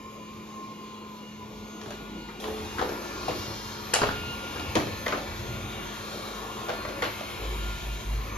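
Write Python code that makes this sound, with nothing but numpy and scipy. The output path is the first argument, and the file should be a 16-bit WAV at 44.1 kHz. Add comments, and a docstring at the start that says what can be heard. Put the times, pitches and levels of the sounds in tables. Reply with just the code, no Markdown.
"""A small robot vacuum indoors: a few steps away on carpet, then from 2.4 s close by on a tiled floor.
Air and wheels are noise shaped in five layers; motor, fan, blades, roller and boom are wavering partials.
Knocks over joints and sills are noise blows into resonances of the shell, with sparse room echoes.
A stereo pair of ports is built as sum and difference, each with its own colour."""
import sys
import numpy as np
from scipy import signal
from scipy.fft import rfft, irfft
from scipy.io import wavfile
from scipy.ndimage import uniform_filter1d

SR = 44100
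rng = np.random.default_rng(int(sys.argv[2]) if len(sys.argv) > 2 else 0)


def persist_wave(psi):
    """Save psi, clipped to +-1, as 16-bit WAV."""
    counts = np.round(np.clip(psi, -1, 1) * 32767).astype(np.int16)
    wavfile.write(sys.argv[1], SR, np.atleast_2d(counts).T)


N = 369116
CLOSE_S = 2.4  # the scene changes at once from far to close: far tables before, near tables after


def amp(db):
    """Gain for a level in dB."""
    return 10 ** (np.asarray(db) / 20)


def unit_rms(x):
    """Scales to rms 1."""
    return x / np.sqrt(np.mean(x ** 2) + 1e-20)


def at_frequencies(table, hz):
    """Columns of a spectral table, interpolated on a log-frequency axis."""
    f, *columns = np.transpose(table)
    return np.squeeze([np.interp(np.log(hz + 1), np.log(f + 1), c) for c in columns])


def at_samples(rows):
    """Sample indices spanned by a time table, and its columns at each of them."""
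    s, *columns = np.transpose(rows)
    at = np.arange(round(s[0] * SR), min(round(s[-1] * SR), N))
    return at, np.array([np.interp(at / SR, s, c) for c in columns])


def wander(count, rate_hz):
    """Slow random curve: smoothed noise of rms 1, stepped every 64 samples."""
    steps = rng.standard_normal(N // 64 + 2)
    width = max(round(SR / 64 / rate_hz), 1)
    smooth = unit_rms(uniform_filter1d(uniform_filter1d(steps, width), width))
    return np.interp(np.arange(count) / 64, np.arange(len(steps)), smooth)


def peak(hz, centre_hz, width_hz):
    """Resonance curve of height 1, falling to half at half the width."""
    return 1 / (1 + (2 * (hz - centre_hz) / width_hz) ** 2)


def resonance(hz, centre_hz, width_hz):
    """Spectrum of a steep causal resonance."""
    return 1 / (1 + 2j * (hz - centre_hz) / width_hz) ** 2 / np.sqrt(width_hz)


def tone(hz, db, waver_db, drift, side_gain, rate_hz=8.0):
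    """Partial wavering in level and pitch; its port difference is shifted about a quarter turn from the sum."""
    turns = np.cumsum(hz * (1 + drift * wander(len(hz), 2.92 * rate_hz))) / SR + rng.random()
    level = np.sqrt(2) * amp(db + waver_db * wander(len(hz), rate_hz))
    phase = 2 * np.pi * turns
    return level * np.array([np.cos(phase), side_gain * np.cos(phase + 1.6)])


# port difference relative to sum: f/Hz, level/dB
SIDE_COLOUR = [(50, -5), (130, -14.5), (300, -14.5), (600, -5.5), (1200, 0.5), (2200, -4.5), (4000, -3.5),
               (6500, 0.5), (9700, -0.5), (14400, 3)]
# share of the difference that follows the sum: f/Hz, in-step share [-], quarter-turn share [-]
SIDE_LINK = [(100, .1, 0.17), (500, 0.26, 0.39), (1190, 0.26, 0.64), (4000, 0.29, 0.39), (8000, 0.01, 0.51),
             (14000, 0.01, 0.44)]


def port_difference(near, diffuse):
    """Difference spectrum: part follows the sum, the rest is diffuse, at constant total power."""
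    hz = np.linspace(0, SR / 2, len(near))[:, None]
    step, quarter = at_frequencies(SIDE_LINK, hz[:, 0])[..., None]
    linked = (step + 1j * quarter) * near
    free = np.sqrt(1 - step ** 2 - quarter ** 2) * diffuse
    return amp(at_frequencies(SIDE_COLOUR, hz[:, 0]))[:, None] * (linked + free)


# These five tables hold one entry per place (far, near).
# spectrum of the port sum: f/Hz, level/dB per Hz
SUM_COLOUR = [
    [(40, -27), (56, -7), (120, -1), (260, -6.5), (437, -8.5), (700, -19.5), (1030, -8.5), (1560, -23),
     (2430, -17), (4000, -23), (7400, -30.5), (9900, -54), (13200, -47), (15500, -64)],
    [(40, -29), (60, -11), (92, 0), (135, -1.5), (300, 1), (480, -3.5), (953, -3.5), (1550, -11.5),
     (2400, -13.5), (3880, -19.5), (7240, -27), (9890, -54.5), (13200, -50.5), (15500, -64)],
]
# casing and duct resonances: f/Hz, width/Hz, level/dB
DUCT_MODES = [
    [(321, 14, 5.5), (480, 98, 3), (777, 10, -4), (1760, 37, 3.5), (2400, 82, 7), (3350, 81, 4),
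     (3820, 190, 5.5)],
    [(316, 7.9, 4.5), (350, 81, 4), (458.2, 9.2, 15), (548.4, 23, 9.5), (751, 3.8, 6), (1075, 43, 4),
     (2257, 125, 5), (2494, 360, 5), (3070, 60, -3), (3830, 280, 3)],
]
# air stream: t/s, body drone level/dB, brush rasp level/dB, air hiss level/dB, exhaust fizz level/dB
STREAM_LEVELS = [
    [(0, -49, -54, -59, -66.5), (.45, -47.5, -53, -58, -66.5), (.85, -48.5, -53, -57.5, -66.5),
     (1.25, -48.5, -53.5, -57.5, -68), (1.9, -45.5, -52, -54.5, -65), (2.4, -43.5, -51, -54.5, -65.5)],
    [(2.4, -44, -47.5, -47.5, -53), (2.45, -40.5, -45.5, -48.5, -54.5), (2.58, -39.5, -44, -48.5, -57.5),
     (2.7, -43.5, -43, -48, -56.5), (2.95, -40, -42, -50, -54.5), (3.17, -43, -43, -48.5, -56.5),
     (3.42, -41.5, -42.5, -44.5, -53.5), (3.85, -44, -44, -47.5, -56), (4.15, -43, -47, -47.5, -54),
     (5.0, -43, -44, -47.5, -54.5), (5.5, -42.5, -44.5, -48, -57.5), (5.85, -43.5, -43, -47, -54.5),
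     (6.4, -43, -43.5, -45, -54), (6.9, -41.5, -43, -50, -55), (7.35, -44, -44.5, -46, -52),
     (7.9, -47, -47.5, -47, -53.5), (8.37, -45, -43.5, -51.5, -57.5)],
]
# swells as the outlet turns: t/s, whoosh level/dB, sizzle level/dB
OUTLET_SWELLS = [
    [(0, -0.5, 1.5), (1.2, -0.8, 0.3), (2.4, 0.7, -2)],
    [(2.4, -0.3, -1), (2.85, -4.3, 1.5), (3.16, -0.8, 4.5), (3.4, -3, 3.5), (3.76, -5, 3.5), (4.1, 8, 1),
     (4.4, 6.5, 1), (4.96, 2.6, 1), (5.4, -0.6, -0.5), (5.8, .3, -3.5), (6.17, -1.2, -1), (6.5, -3, -5.5),
     (6.9, .3, 1), (7.2, 3, -1), (7.52, 5, -3.5), (8.37, 0, -1)],
]
# wheel rumble: t/s, f/Hz, level/dB
WHEEL_RUMBLE = [
    [(0, 105, -54), (.6, 102, -54.5), (1.35, 101, -57), (1.6, 76, -53), (1.9, 97, -50.5), (2.4, 90, -57.5)],
    [(2.4, 88, -48), (2.75, 79.5, -44.5), (2.95, 90, -48.5), (3.3, 90, -41.5), (3.6, 105, -48.5),
     (3.9, 106, -46.5), (4.08, 86.5, -38), (4.4, 84.5, -49), (4.8, 91.4, -38.5), (5.12, 90.5, -48.5),
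     (5.45, 96, -41), (6.35, 99, -51.5), (6.75, 105, -46.5), (7.25, 93.5, -46), (7.7, 93, -40.5),
     (7.95, 96, -43.5), (8.12, 99.5, -44.5), (8.37, 99, -43.5)],
]
WHEEL_PEAK_DB, WHEEL_WIDTH_HZ = (3.5, 11.5), 28  # peak: far, near
LAYER_EDGES_HZ = (0, 170, 900, 3000, 8500, 30000)  # wheels, drone, rasp, hiss, fizz
GUSTS_DB = (0.3, 1.12, 0.26, 0.75, 0.99)  # rms, per layer
OUTLET_HZ, OUTLET_WIDTH_HZ = (2660, 5100), (680, 1020)  # whoosh, sizzle


def air_and_wheels():
    """Turbulence and rolling: gusting noise layers coloured by ducts, wheels and drifting patches."""
    out, hz = np.zeros((2, N)), np.fft.rfftfreq(2048, 1 / SR)
    places = zip(STREAM_LEVELS, OUTLET_SWELLS, WHEEL_RUMBLE, WHEEL_PEAK_DB, SUM_COLOUR, DUCT_MODES)
    for stream, outlet, rumble, peak_db, colour, ducts in places:
        at, air_db = at_samples(stream)
        wheel_hz, wheel_db = at_samples(rumble)[1]
        frames = np.minimum(np.arange(len(at) // 512 + 6) * 512, len(at) - 1)
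        a, b, c, d, patches = rng.standard_normal((len(frames), 1025, 5)).T
        near, diffuse = a + 1j * b, c + 1j * d

        # standing waves shift as the machine turns
        patches_db = 2.18 * unit_rms(uniform_filter1d(uniform_filter1d(patches, 6, 0), 25, 1))
        colour_db = at_frequencies(colour, hz) + sum(db * peak(hz, f, w) for f, w, db in ducts)
        wheels_db = peak_db * peak(hz[:, None], wheel_hz[frames], WHEEL_WIDTH_HZ)
        shape = amp(colour_db[:, None] + wheels_db + patches_db)

        layers = zip(LAYER_EDGES_HZ, LAYER_EDGES_HZ[1:], (wheel_db, *air_db), GUSTS_DB)
        for lo, hi, db, gust_db in layers:
            band = (hz >= lo) & (hz < hi)
            gain = amp(db + gust_db * wander(len(at), 27.0))[frames]
            shape[band] *= gain / np.sqrt((shape[band] ** 2).sum(0).mean())
        level = np.sqrt((shape ** 2).sum(0).mean())

        swells_db = sum(db[frames] * np.exp(-((hz[:, None] - f) / w) ** 2)
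                        for db, f, w in zip(at_samples(outlet)[1], OUTLET_HZ, OUTLET_WIDTH_HZ))
        z = shape * np.array([near, port_difference(near, diffuse)]) * amp(swells_db)
        noise = signal.istft(z, nperseg=2048, noverlap=1536)[1][:, :len(at)]
        out[:, at] += noise * level / noise[0].std()  # swells tilt the balance, mean level holds
    return out


# one curve per place: t/s, 2nd-order f/Hz, order 2 level/dB, order 4 level/dB, order 6 level/dB
MOTOR_WHINE = [
    [(0, 1432, -78, -66, -80), (.14, 1432, -75, -69, -77), (.3, 1432, -73, -63, -76),
     (.54, 1432, -78, -61, -76), (.66, 1433, -76, -76, -69), (.79, 1433, -72, -62, -75),
     (1.0, 1432, -65, -60, -70), (1.12, 1432, -68, -71, -67), (1.25, 1432, -68, -55.5, -64),
     (1.5, 1434, -65, -62, -76), (1.64, 1436, -60, -72, -69), (1.85, 1432, -60, -58, -70),
     (2.05, 1432, -54.5, -62, -74), (2.27, 1432, -57, -61, -66), (2.4, 1432, -58, -66, -72)],
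    [(2.4, 1408, -61, -60, -72), (2.7, 1401, -60, -60, -61), (2.95, 1401, -51.5, -62, -65),
     (3.15, 1400, -48, -61, -64), (3.3, 1400, -53, -52.5, -55), (3.65, 1400, -57.5, -59, -56.5),
     (3.85, 1400, -54, -65, -66), (4.07, 1406, -44, -70, -64), (4.09, 1408, -43, -55, -62),
     (4.16, 1410, -43.5, -50.5, -57), (4.3, 1411, -42, -48.5, -57), (4.5, 1411, -47.5, -53, -65),
     (4.6, 1411, -48, -53, -63), (4.72, 1411, -53, -56, -57), (4.95, 1409, -59, -80, -54),
     (5.3, 1411, -57, -65, -60), (5.5, 1412, -53.5, -59, -62), (5.8, 1412, -51, -55, -68),
     (6.1, 1410, -54, -62, -58), (6.45, 1406, -55, -62, -67), (6.7, 1403, -48.5, -59, -55),
     (7.0, 1401, -53.5, -69, -58), (7.35, 1407, -55, -57, -59), (7.55, 1409, -52, -60, -66),
     (7.72, 1409, -47.5, -59, -76), (8.0, 1405, -53.5, -64, -77), (8.15, 1403, -62, -57, -63),
     (8.37, 1400, -53, -70, -62)],
]
# motor orders wavering about one fixed level per place: order [-], far level/dB, near level/dB
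FIXED_LEVEL_ORDERS = [(.5, -64.5, -57), (2.5, -79, -60), (3, -71, -91), (9, -68.5, -63.5), (10, -74, -86),
                      (15, -88, -72), (18, -78, -66)]


def motor():
    """Motor whine: thin partials at multiples of one shaft speed."""
    out = np.zeros((2, N))
    for place, rows in enumerate(MOTOR_WHINE):
        at, (second_hz, *levels_db) = at_samples(rows)
        for k, (db, waver_db) in enumerate(zip(levels_db, (2.2, 3.5, 3.5))):
            out[:, at] += tone((k + 1) * second_hz, db, waver_db, 0.0013, 0.85, rate_hz=14.0)
        for order, *place_db in FIXED_LEVEL_ORDERS:
            out[:, at] += tone(order * second_hz / 2, place_db[place], 4., 0.0013, 0.85, rate_hz=9.)
    return out


# t/s, shaft f/Hz, order 1 level/dB, order 2 level/dB
FAN_HUM = [(0, 212.9, -49.5, -65), (2.0, 214, -46, -57), (2.36, 212.6, -51, -76), (2.46, 217, -44, -40),
           (2.7, 212.1, -47.5, -56), (4.0, 212.4, -47.5, -51.5), (5.2, 212.1, -48.5, -66),
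           (6.3, 214.6, -48, -69), (8.37, 213.2, -53, -65)]


def fan():
    """Fan hum: first two orders of the shaft speed."""
    out = np.zeros((2, N))
    at, (hz, first_db, second_db) = at_samples(FAN_HUM)
    out[:, at] += tone(hz, first_db, 0.91, 0.0065, 0.12)
    out[:, at] += tone(2 * hz, second_db, 3.5, 0.00603, 0.23)
    return out


BLADES_HZ, BLADES_DB = 13660, (-86, -70)  # level: far, near


def blades():
    """Thin top whistle of the blades: one unsteady partial."""
    at = np.arange(N)
    level_db = np.where(at < CLOSE_S * SR, *BLADES_DB)
    return tone(np.full(N, BLADES_HZ), level_db, 3., .002, 0.92, rate_hz=25.)


# roller singing in the pile: t/s, f/Hz, level/dB
ROLLER_SONG = [(0, 1045, -55), (.07, 1064, -46), (.13, 1058, -53), (.17, 1072, -49), (.19, 1050, -61),
               (.21, 1015, -47), (.26, 1018, -52), (.29, 1058, -47.5), (.37, 1064, -52), (.4, 1020, -58),
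               (.43, 1018, -47), (.46, 1040, -57), (.5, 1070, -46), (.58, 1056, -45), (.72, 1065, -45.5),
               (.77, 1040, -58), (.82, 1048, -44), (.93, 1042, -49.5), (1.1, 1047, -51), (1.15, 999, -50),
               (1.24, 1000, -52), (1.32, 1025, -63), (1.44, 992, -48), (1.49, 1000, -61), (1.52, 995, -57),
               (1.58, 1004, -63), (1.65, 1021, -54), (1.7, 1030, -63), (1.77, 1030, -49), (1.84, 1045, -62),
               (1.95, 1000, -66), (2.05, 1009, -58.5), (2.16, 1005, -57), (2.24, 960, -55), (2.3, 930, -53),
               (2.4, 900, -62)]


def roller():
    """Roller singing in carpet pile: one partial that flutters and breaks."""
    out = np.zeros((2, N))
    at, (hz, db) = at_samples(ROLLER_SONG)
    out[:, at] += tone(hz, db, 2.2, 0.008, 0.53, rate_hz=65.)
    return out


# swells of the low boom: start t/s, length t/s, top level/dB
BOOM_SWELLS = [(1.501, 0.22, -55), (1.85, 0.63, -52.5), (2.423, 0.21, -56), (2.757, .14, -53),
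               (3.203, 0.25, -51), (3.5, 0.22, -52), (3.928, 0.32, -51), (4.32, 0.11, -49),
               (4.564, 0.43, -53), (5.1, 0.96, -46.5), (6.265, 0.27, -48), (6.7, 0.46, -48.5),
               (7.39, 0.24, -32.5), (7.553, 0.24, -31), (7.813, 0.2, -34.5), (8.046, 0.23, -29),
               (8.2, 0.31, -36.5)]
BOOM_HZ, BOOM_IDLE_DB = 51.4, (-70, -56)  # idle: far, near
SWELL_POWER = 0.66  # exponent on a half sine; under 1 = flatter top


def boom():
    """Low hum: one partial whose idle power is joined by half-sine swells."""
    t = np.arange(N) / SR
    power = amp(np.where(t < CLOSE_S, *BOOM_IDLE_DB)) ** 2
    for start_s, length_s, db in BOOM_SWELLS:
        arch = np.sin(np.pi * np.clip((t - start_s) / length_s, 0, 1))
        power += amp(db) ** 2 * arch ** (2 * SWELL_POWER) * (t < start_s + length_s)
    return np.sqrt(power) * tone(np.full(N, BOOM_HZ), 0, 1.7, .03, 0.06, rate_hz=9.)


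# t/s, thud, clack, crack, snap, tick level/dB, struck base f/Hz, struck panel f/Hz
KNOCK_EVENTS = [(1.812, -52, -49, -46, -52, -67, 334, 1148), (1.834, -56, -55, -54, -56, -61, 400, 1100),
                (1.858, -39, -45.5, -50, -60, -60, 408, 1390), (1.88, -44, -54, -52, -58, -64, 604, 1000),
                (1.904, -37, -44, -45, -51, -55, 460, 1470), (1.93, -50, -62, -54, -64, -71, 380, 1250),
                (2.286, -43, -45, -58, -67, -72, 248, 1950), (2.439, -59, -38, -39, -55, -66, 500, 1840),
                (2.479, -36, -42, -53, -63, -60, 405, 1260), (2.783, -47, -31, -47, -52, -59, 422, 1470),
                (2.791, -30, -30, -38, -53, -65, 350, 1350), (2.798, -40, -41, -46, -52, -62, 350, 1877),
                (2.813, -28, -30.5, -41, -45, -58, 790, 1100), (2.822, -24, -36, -38, -52, -64, 417, 1300),
                (2.851, -33, -42, -52, -54, -66, 470, 1000), (2.89, -32.5, -38.5, -45, -46, -58, 420, 1360),
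                (2.919, -32, -47, -48, -56, -60, 385, 1250), (3.281, -26.5, -33, -41, -47, -53, 730, 1030),
                (3.289, -26.5, -33, -38, -54, -62, 454, 1003), (3.306, -45, -42, -49, -55, -62, 450, 1870),
                (3.935, -30, -27, -28.5, -33, -50, 400, 1850),
                (3.938, -30, -26, -25.5, -24.5, -25, 676, 1470),
                (3.956, -27.5, -36, -27, -45, -49, 802, 1480), (3.963, -29, -37, -39, -52, -57, 570, 1000),
                (3.986, -33, -39, -37, -51, -56, 700, 1200),
                (4.016, -25, -21.5, -26.5, -41, -56, 427, 1370),
                (4.03, -23.5, -30, -31, -50, -62, 590, 1440), (4.039, -29.5, -35, -38, -41, -57, 476, 1380),
                (4.067, -28.5, -38, -36, -49, -62, 400, 1300), (4.086, -40, -29, -43, -51, -62, 255, 1360),
                (4.111, -39.5, -44, -46, -57, -74, 355, 1330),
                (4.557, -35.5, -39, -50, -53, -65, 414, 1380), (4.595, -36, -42, -41, -55, -73, 318, 1407),
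                (4.753, -24, -42, -26.5, -32.5, -37.5, 550, 1930),
                (4.758, -21, -27.5, -38, -52, -46, 315, 1004), (4.766, -24, -30, -39, -54, -58, 650, 1110),
                (4.797, -44, -37, -46, -47, -50, 420, 1740), (4.869, -33, -41, -43, -62, -62, 480, 1149),
                (5.062, -27.5, -27, -34.5, -45, -55, 510, 1830),
                (5.079, -32, -32, -34, -40, -47, 610, 1050), (5.121, -37, -45, -33, -51, -62, 382, 1950),
                (5.124, -33, -27, -46, -57, -67, 590, 1220), (5.133, -30.5, -50, -54, -53, -64, 430, 1400),
                (5.143, -33, -55, -46, -57, -70, 403, 1400), (5.172, -32.5, -40, -41, -53, -68, 480, 1310),
                (6.684, -33, -40, -42, -48, -60, 500, 1400), (6.692, -28, -30, -41, -45, -54, 720, 1060),
                (6.701, -32, -48, -43, -52, -64, 510, 1280), (6.716, -43, -46, -46, -56, -67, 498, 1000),
                (6.735, -38, -53, -50, -57, -61, 440, 1110), (6.849, -35, -32.5, -43, -57, -72, 585, 1040),
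                (6.885, -36.5, -47, -44, -48, -66, 507, 1300), (7.021, -40, -27, -32, -44, -52, 870, 1890),
                (7.025, -28, -36, -35, -48, -53, 530, 1100), (7.041, -40, -40, -38, -45, -51, 600, 1490),
                (7.048, -33.5, -48, -36, -52, -56, 565, 1200),
                (7.065, -34.5, -47, -51, -56, -60, 420, 1420), (7.206, -35, -54, -52, -52, -60, 600, 1680)]
# shell modes before detuning: f/Hz, width/Hz, level/dB
SHELL_MODES = [(291, 120, 0), (426, 110, 0.5), (630, 420, 2.5), (880, 340, 9.5), (1233, 730, 16),
               (2040, 880, 15), (2180, 1360, 13), (3240, 1080, 13), (3780, 1600, 13), (5320, 5100, 19.5),
               (6940, 2100, 18.5), (8900, 780, -10), (10800, 3600, 21)]
PART_EDGES_HZ = (0, 900, 2100, 4600, 7600, 30000)  # thud, clack, crack, snap, tick
PART_DECAY = (0.89, 0.97, 0.52, 0.49, 0.28)  # scales both rattle decays, per part
RATTLE_BASE_T60_S, TAIL_BASE_T60_S, CONTACT_T60_S = .07, 0.33, .03
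CHATTER_DB, CHATTER_S = 4.5, .012  # loose parts chatter, fully after this long
RISE_S, RISE_S_PER_DB, HARD_DB = .001, .0001, -24  # knocks below HARD_DB rise more slowly
KNOCK_PAN_DB = 0.5  # left over right


def knocks():
    """Short blow on base and panel plus a rattle into shell modes; the treble dies first."""
    out, t = np.zeros((2, N + SR)), np.arange(8192) / SR
    hz = np.fft.rfftfreq(len(t), 1 / SR)
    pan = np.tanh(KNOCK_PAN_DB * np.log(10) / 40)
    for s, *parts_db, base_hz, panel_hz in KNOCK_EVENTS:
        rise_s = RISE_S + RISE_S_PER_DB * max(HARD_DB - max(parts_db), 0)
        noise = rng.standard_normal((2, len(t))) * np.minimum(t / rise_s, 1)
        chatter = np.repeat(rng.standard_normal(len(t) // 128), 128)
        noise *= amp(CHATTER_DB * np.minimum(t / CHATTER_S, 1) * chatter)

        # each blow detunes the shell; neighbouring modes have opposite sign
        modes = [(f, (-1) ** k * amp(db) * resonance(hz, f * rng.uniform(0.854, 1.094), w))
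                 for k, (f, w, db) in enumerate(SHELL_MODES)]
        struck = amp(27) * resonance(hz, base_hz, 270), amp(26) * resonance(hz, panel_hz, 520), 0, 0, 0
        contact = rfft(noise * amp(-60 * t / CONTACT_T60_S))

        blow = np.zeros((2, len(hz)), complex)
        for lo, hi, db, decay, hit in zip(PART_EDGES_HZ, PART_EDGES_HZ[1:], parts_db, PART_DECAY, struck):
            rattle = amp(-60 * t / (RATTLE_BASE_T60_S * decay))
            rattle += 0.2 * amp(-60 * t / (TAIL_BASE_T60_S * decay))
            part = rfft(noise * rattle) * sum(mode for f, mode in modes if lo <= f < hi)
            part += contact * hit
            loudest = uniform_filter1d(irfft(part[0]) ** 2, 300).max()  # 7 ms mean power
            blow += amp(db) * part / np.sqrt(loudest)

        side = port_difference(*blow[..., None])[:, 0] + pan * blow[0]
        at = round(s * SR)
        out[:, at:at + len(t)] += irfft([blow[0], side]) * np.minimum(t[::-1] * 20, 1)
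    return out[:, :N]


# f/Hz, t60/s
ROOM_T60 = [(200, 0.51), (1000, 0.24), (4000, 0.37), (12000, 0.29)]


def room(x):
    """Sparse echoes of random sign, each band dying at its own speed."""
    taps = np.zeros((2, SR // 2))
    slots = np.arange(300, SR // 2 - 20, 20)
    at = slots + rng.integers(0, 20, (2, len(slots)))
    np.put_along_axis(taps, at, rng.choice([-1., 1.], at.shape), 1)
    hz, t, z = signal.stft(taps, SR, nperseg=256)
    decay = amp(-60 * t / at_frequencies(ROOM_T60, hz)[:, None])
    tail = signal.istft(z * decay, SR, nperseg=256)[1]
    return signal.fftconvolve(x, tail / np.linalg.norm(tail[0]), axes=1)[:, :N]


def scene():
    """All sources as sum and difference of the two ports."""
    blows = knocks()
    running = air_and_wheels() + motor() + fan() + blades() + roller() + boom()
    return running + blows + amp(-3.5) * room(blows)


# near-empty treble bands, one list for port sum, one for difference: low f/Hz, high f/Hz, level/dB
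TREBLE_GAPS = [
    [(7650, 9400, -42), (14450, 30000, -40)],
    [(10700, 13300, -40)],
]


def gapped(x):
    """Linear-phase filters that empty the treble gaps of sum and difference."""
    hz = np.linspace(0, SR / 2, 513)
    loss_db = [sum(db * ((hz > lo) & (hz < hi)) for lo, hi, db in bands) for bands in TREBLE_GAPS]
    filters = [signal.firwin2(511, hz, amp(db), fs=SR) for db in loss_db]
    return signal.oaconvolve(x, filters, "same", axes=1)


FILL_DB, FILL_S = -49, 0.0064  # gaps fill from this mean level of gap content, over this window
EDGE_HZ = 15300


def record(dry):
    """Treble gaps fill only in the loudest cracks; then left and right, and the band limit."""
    kept = gapped(dry)
    removed = dry - kept
    power = abs(uniform_filter1d(removed[0] ** 2, round(FILL_S * SR)))
    fill = np.clip((10 * np.log10(power + 1e-12) - FILL_DB) / 6, 0, 1)  # full 6 dB above FILL_DB
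    mid, side = kept + fill * removed
    pair = np.array([mid + side, mid - side])
    lowpass = signal.firwin(511, EDGE_HZ, window=("kaiser", 9), fs=SR)
    return signal.oaconvolve(pair, lowpass[None], "same")


dry = scene()
out = record(dry)
persist_wave(out)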